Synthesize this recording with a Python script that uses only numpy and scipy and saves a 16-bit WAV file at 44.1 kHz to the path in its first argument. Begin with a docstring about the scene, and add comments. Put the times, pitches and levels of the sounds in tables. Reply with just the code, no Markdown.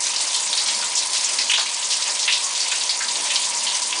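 """A parrot in the shower

A parrot beats its wings under a running shower in a small tiled bathroom; we hear mostly the water.
Fine spray hisses and patters on tiles and feathers, and the jets drum a hollow note near 1 kHz.
Bigger dollops, shed by the wet wings, slap down between a few soft low swells and echo off the tiles."""
import sys
import numpy as np
from scipy import signal
from scipy.fft import rfft, irfft
from scipy.io import wavfile
from scipy.ndimage import uniform_filter1d

SR = 44100
rng = np.random.default_rng(int(sys.argv[2]) if len(sys.argv) > 2 else 0)


def file_out(sig):
    """Save sig as 16-bit WAV at sys.argv[1]."""
    # one column per channel
    cols = np.atleast_2d(sig).T
    # limit, then scale
    lim = np.clip(cols, -1, 1)
    pcm = np.round(lim * 32767).astype(np.int16)
    wavfile.write(sys.argv[1], SR, pcm)


N = 176400  # 4 seconds

# The echo of the tiles. 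Each row: pitch in Hz, seconds it takes to fade by 60 dB.
ECHO_TIMES = [(1000, 0.18), (3000, 0.32), (10000, 0.065)]
# The tone of the fine spray. Each row: pitch in Hz, relative level in dB.
HISS_TONE = [(30, -28.5), (90, -38.5), (150, -27), (200, -33), (300, -22.5), (450, -14.5), (620, -11),
             (800, -10), (1150, -9.5), (1450, -13.5), (2000, -9), (2800, -6.5), (4400, -7.5), (6500, -4.5),
             (8500, -8), (10000, -14)]
# The tone of the separate drops. Each row: pitch in Hz, relative level in dB.
PATTER_TONE = [(300, -55), (700, -21), (1100, -25), (1600, -10), (2800, -12), (4500, -1), (7000, -2),
               (10000, 0.5)]
# The spray's strength as the bird moves through it. Each row: time in seconds, gain in dB.
SPRAY_STRENGTH = [(0, -2), (.25, -0.2), (.43, -1.5), (.65, -0.5), (.87, -1.5), (1.0, -1.5), (1.3, -0.5),
                  (1.6, -3), (1.75, -3), (1.95, -1.4), (2.2, -1.8), (2.52, -2.5), (2.65, -1), (3.0, -3),
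                  (3.25, -0.5), (3.45, -0.8), (3.6, -1), (3.8, -1.5), (4, -2.5)]
# The hollow notes of the shower stall. Each row: pitch in Hz, half width in Hz, relative level in dB.
STALL_NOTES = [(112.6, 9.8, -78), (203, 6.5, -65.5), (238.8, 6.3, -63.5), (312, 25, -61),
               (467.3, 14, -63.5), (581.7, 21, -54), (842.3, 25, -52), (927, 21, -49.5), (957.2, 16.5, -45),
               (1002.4, 31, -45), (1102, 50, -54), (1574, 7.7, -64), (2089, 12, -52)]
# The strength of the drumming. Each row: time in seconds, gain in dB.
DRUM_STRENGTH = [(0, 0), (.45, 1), (.68, 1.5), (.82, 4.5), (.95, -.5), (1.3, 1), (1.9, -1), (2.3, 0.5),
                 (2.65, -1), (3.05, 0), (3.2, 3.5), (3.5, 2.5), (3.75, 2.5), (4, 5)]
# Soft low swells, probably the wings or wet body. Each row: time of the peak in seconds, pitch in Hz,
# half width in octaves, peak level in dB, rough half length in seconds.
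LOW_SWELLS = [(.78, 210, 0.22, -52, .07), (1.391, 400, .9, -47.5, 0.064), (1.59, 700, 0.29, -42, 0.019),
              (2.103, 960, 0.75, -34.5, 0.018), (2.458, 1086, 0.064, -41.5, 0.055),
              (3.201, 486, 0.85, -43, .045), (3.963, 334, 0.41, -48, 0.036)]
# Dollops of water landing. Each row: start in seconds, pitch in Hz, half width in octaves,
# relative level in dB, fade time in seconds.
DOLLOPS = [(0.004, 6600, 0.49, -25, 0.016), (0.038, 6500, 0.27, -24.5, 0.013),
           (0.067, 5230, 0.5, -24, 0.0048), (0.135, 2890, 0.15, -30, 0.015),
           (0.161, 4700, 0.25, -23.5, 0.0069), (0.205, 4950, 0.41, -26.5, 0.015),
           (0.297, 3720, 0.16, -32, 0.015), (0.327, 3470, 0.31, -29.3, 0.015),
           (0.345, 4170, 0.43, -21, 0.018), (0.528, 3770, 0.21, -21.5, 0.01),
           (0.575, 4300, 0.32, -21.6, 0.017), (0.659, 4770, 0.36, -25, 0.017),
           (0.683, 3420, 0.49, -22.0, 0.014), (0.747, 5000, 0.2, -27, 0.008),
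           (0.825, 1450, 0.63, -32.5, 0.015), (0.952, 6340, 0.33, -22, 0.0094),
           (0.971, 5300, 0.48, -20, 0.031), (1.022, 3720, 0.12, -28, 0.0049),
           (1.132, 5050, 0.61, -22.7, 0.019), (1.15, 4020, 0.72, -24, 0.035),
           (1.245, 6350, 0.32, -21.5, 0.018), (1.332, 6400, 0.36, -27, 0.009),
           (1.385, 4670, 0.26, -19.5, 0.015), (1.387, 2290, 0.26, -29.5, 0.017),
           (1.416, 4600, 0.18, -25, 0.012), (1.476, 4800, 0.36, -29.5, 0.006),
           (1.496, 2800, 0.2, -19, 0.015), (1.501, 6240, 0.15, -24.5, 0.019),
           (1.517, 3050, 0.26, -21.5, 0.0041), (1.536, 3200, 0.28, -17.9, 0.016),
           (1.574, 4100, 0.44, -22.5, 0.028), (1.58, 1200, 0.74, -29, 0.03),
           (1.597, 4530, 0.22, -23.5, 0.015), (1.659, 2460, 0.2, -29.5, 0.011),
           (1.825, 3550, 0.22, -29, 0.013), (1.845, 6100, 0.36, -25.5, 0.02),
           (1.902, 4620, 0.71, -23, 0.032), (1.922, 5000, 0.43, -22, 0.024),
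           (2.022, 4350, 0.53, -23, 0.008), (2.193, 5730, 0.55, -22.5, 0.03),
           (2.228, 4200, 0.49, -25.5, 0.02), (2.278, 2680, 0.37, -17.5, 0.022),
           (2.324, 4050, 0.45, -18.5, 0.026), (2.371, 4050, 0.41, -29, 0.014),
           (2.441, 6550, 0.35, -23.5, 0.032), (2.549, 4440, 0.59, -25, 0.028),
           (2.602, 4850, 0.26, -22.5, 0.03), (2.716, 2530, 0.73, -24, 0.016),
           (2.759, 7850, 0.35, -29.5, 0.004), (2.81, 4300, 0.28, -24.7, 0.008),
           (2.834, 6300, 0.27, -26.5, 0.005), (2.893, 4400, 0.24, -20, 0.029),
           (3.004, 1620, 0.39, -29.3, 0.032), (3.083, 4180, 0.32, -24.5, 0.017),
           (3.155, 4160, 0.25, -26, 0.0069), (3.302, 2920, 0.48, -23.3, 0.022),
           (3.357, 4000, 0.47, -19.5, 0.011), (3.548, 7500, 0.35, -27, 0.029),
           (3.665, 3410, 0.32, -23.5, 0.025), (3.699, 3180, 0.27, -34, 0.0085),
           (3.749, 5970, 0.34, -31, 0.015), (3.819, 5600, 0.58, -23.5, 0.027),
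           (3.925, 2930, 0.23, -24.5, 0.0054)]


def gain_of(db):
    """Turns decibels into a number to multiply a sound by."""
    return 10 ** (np.asarray(db) / 20)


def evened(x):
    """Scales a signal so that its average power is 1."""
    return x / np.sqrt(np.mean(x ** 2) + 1e-20)


def value_at(table, hz):
    """Looks up a pitch in a table, gliding between rows on a musical (log) scale."""
    pitches, values = np.transpose(table)
    return np.interp(np.log(hz + 1), np.log(pitches + 1), values)


def gain_curve(table):
    """Turns rows of seconds and dB into a gain for every sample."""
    return gain_of(np.interp(np.arange(N) / SR, *np.transpose(table)))


def add(mix, start_s, sound):
    """Mixes a sound in at its start time."""
    part = mix[max(round(start_s * SR), 0):][:len(sound)]
    part += sound[:len(part)]


def bell(hz, centre_hz, octaves):
    """A hill of power around one pitch."""
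    return np.exp(-(np.log2((hz + 1) / centre_hz) / octaves) ** 2)


def tick(db_at, size=2048):
    """A sharp click whose tone follows db_at(hz)."""
    db = db_at(abs(np.fft.fftfreq(size, 1 / SR)))
    log_gain = np.log(gain_of(np.maximum(db - db.max(), -90)))
    spectrum = np.exp(np.conj(signal.hilbert(log_gain)))  # packs the energy at the start
    click = np.fft.ifft(spectrum).real[:size // 2]
    return click / np.linalg.norm(click)


def droplets(t, per_second):
    """Tiny droplets land at random, each making one spike up or down."""
    return rng.choice([-1, 1], len(t)) * (rng.random(len(t)) < per_second / SR)


def tile_echo(x, echo_db, size=256):
    """The tiles throw a sound back many times, each pitch dying away at its own speed."""
    bounces = rng.standard_normal(SR // 3) * (np.arange(SR // 3) > SR / 500)  # start after 2 ms
    hz, t, bands = signal.stft(bounces, SR, nperseg=size)
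    fade = np.exp(-np.log(1000) * t / value_at(ECHO_TIMES, hz)[:, None])
    tail = signal.istft(bands * fade, SR, nperseg=size)[1]
    echo = signal.fftconvolve(x, tail / np.linalg.norm(tail))[:len(x)]
    echo_gain = gain_of(echo_db)
    return (x + echo_gain * echo) / np.hypot(1, echo_gain)


def hiss(patch_db=3.8, surge_db=1.55, treble_hz=1790, size=512):
    """Countless tiny droplets blur into a hiss whose treble flickers in patches and quick surges."""
    hop = size // 4
    frames, hz = N // hop + 5, np.fft.rfftfreq(size, 1 / SR)
    real, imag, patches = rng.standard_normal((3, frames, len(hz)))
    patches = uniform_filter1d(patches, size=9, axis=0)  # smooth over time
    patches = evened(uniform_filter1d(patches, size=16, axis=1))  # and over pitch
    surge = evened(uniform_filter1d(rng.standard_normal(frames), size=8))
    treble_share = hz ** 2 / (hz ** 2 + treble_hz ** 2)
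    flicker = gain_of((patch_db * patches + surge_db * surge[:, None]) * treble_share)
    noise = signal.istft(((real + 1j * imag) * flicker).T, nperseg=size, noverlap=size - hop)[1][:N]
    tone = gain_of(value_at(HISS_TONE, np.fft.rfftfreq(N, 1 / SR)))
    return gain_of(-24.5) * evened(irfft(rfft(noise) * tone, N))


def patter(drops_per_second=600, spread_db=4, spatter_s=0.0043, spots=40):
    """Drops of all sizes break into droplets on the tiles; each spot has its own tone and echo."""
    sizes = gain_of(spread_db * np.minimum(rng.exponential(1, N), 2.9))
    hits = sizes * droplets(sizes, drops_per_second)
    spot_hit = rng.integers(0, spots, N)
    out, t = np.zeros(N), np.arange(SR // 5) / SR
    for spot, centre_hz in enumerate(np.geomspace(2500, 9500, spots)):
        spatter = droplets(t, per_second=5000) * np.exp(-t / spatter_s)
        click = tick(lambda hz: 10 * np.log10(bell(hz, centre_hz, octaves=0.49) + 0.028))
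        drop = tile_echo(evened(signal.fftconvolve(spatter, click)), echo_db=-7.5)
        out += signal.oaconvolve(hits * (spot_hit == spot), drop)[:N]
    tone = tick(lambda hz: value_at(PATTER_TONE, hz))
    return gain_of(-24.5) * evened(signal.oaconvolve(out, tone)[:N])


def drumming():
    """The jets keep the hollow notes of the stall ringing."""
    hz, out = np.fft.rfftfreq(N, 1 / SR), np.zeros(N)
    for centre_hz, half_width_hz, db in STALL_NOTES:
        jets = rfft(rng.standard_normal(N))
        ring = 1 / (1 + 1j * (hz - centre_hz) / half_width_hz) ** 2
        out += gain_of(db) * evened(irfft(jets * ring, N))
    return gain_curve(DRUM_STRENGTH) * out


def swell(centre_hz, octaves, db, half_length_s):
    """A soft low rush grows and fades, probably the wings or wet body."""
    t = np.arange(-SR // 4, SR // 4) / SR
    tone = np.sqrt(bell(np.fft.rfftfreq(len(t), 1 / SR), centre_hz, octaves))
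    rush = irfft(rfft(rng.standard_normal(len(t))) * tone, len(t))
    rise_and_fall = np.exp(-.5 * (t / half_length_s) ** 2)
    return gain_of(db) * evened(rush) * rise_and_fall


def splash(centre_hz, octaves, db, fade_s, rise_s=0.0006):
    """A dollop from the wings slaps down and bursts into droplets that quickly fade."""
    def tone_db(hz):
        wide_spatter = gain_of(-14) ** 2 * bell(hz, centre_hz, octaves=1.15)
        return 10 * np.log10(bell(hz, centre_hz, octaves) + wide_spatter + 1e-9)

    t = np.arange(SR // 3) / SR
    burst = droplets(t, per_second=8000) * np.minimum(t / rise_s, 1) * np.exp(-t / fade_s)
    slap = signal.fftconvolve(burst, tick(tone_db))
    opening_level = np.sqrt(np.mean(slap[:SR // 50] ** 2))  # the first 20 ms
    return gain_of(db + 1) * tile_echo(slap / opening_level, echo_db=-7)


def scene():
    """Lays the swells and splashes over the spray and drumming, in one channel."""
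    mix = gain_curve(SPRAY_STRENGTH) * (hiss() + patter()) + drumming()
    for peak_s, *settings in LOW_SWELLS:
        sound = swell(*settings)
        add(mix, peak_s - len(sound) / SR / 2, sound)
    for start_s, *settings in DOLLOPS:
        add(mix, start_s, splash(*settings))
    return mix[None]


def record(dry):
    """Cuts away the highest treble, above about 10 kHz."""
    low_pass = signal.firwin(1023, 10080, window=("kaiser", 9), fs=SR)
    return signal.oaconvolve(dry, low_pass[None], "same")


dry = scene()
out = record(dry)
file_out(out)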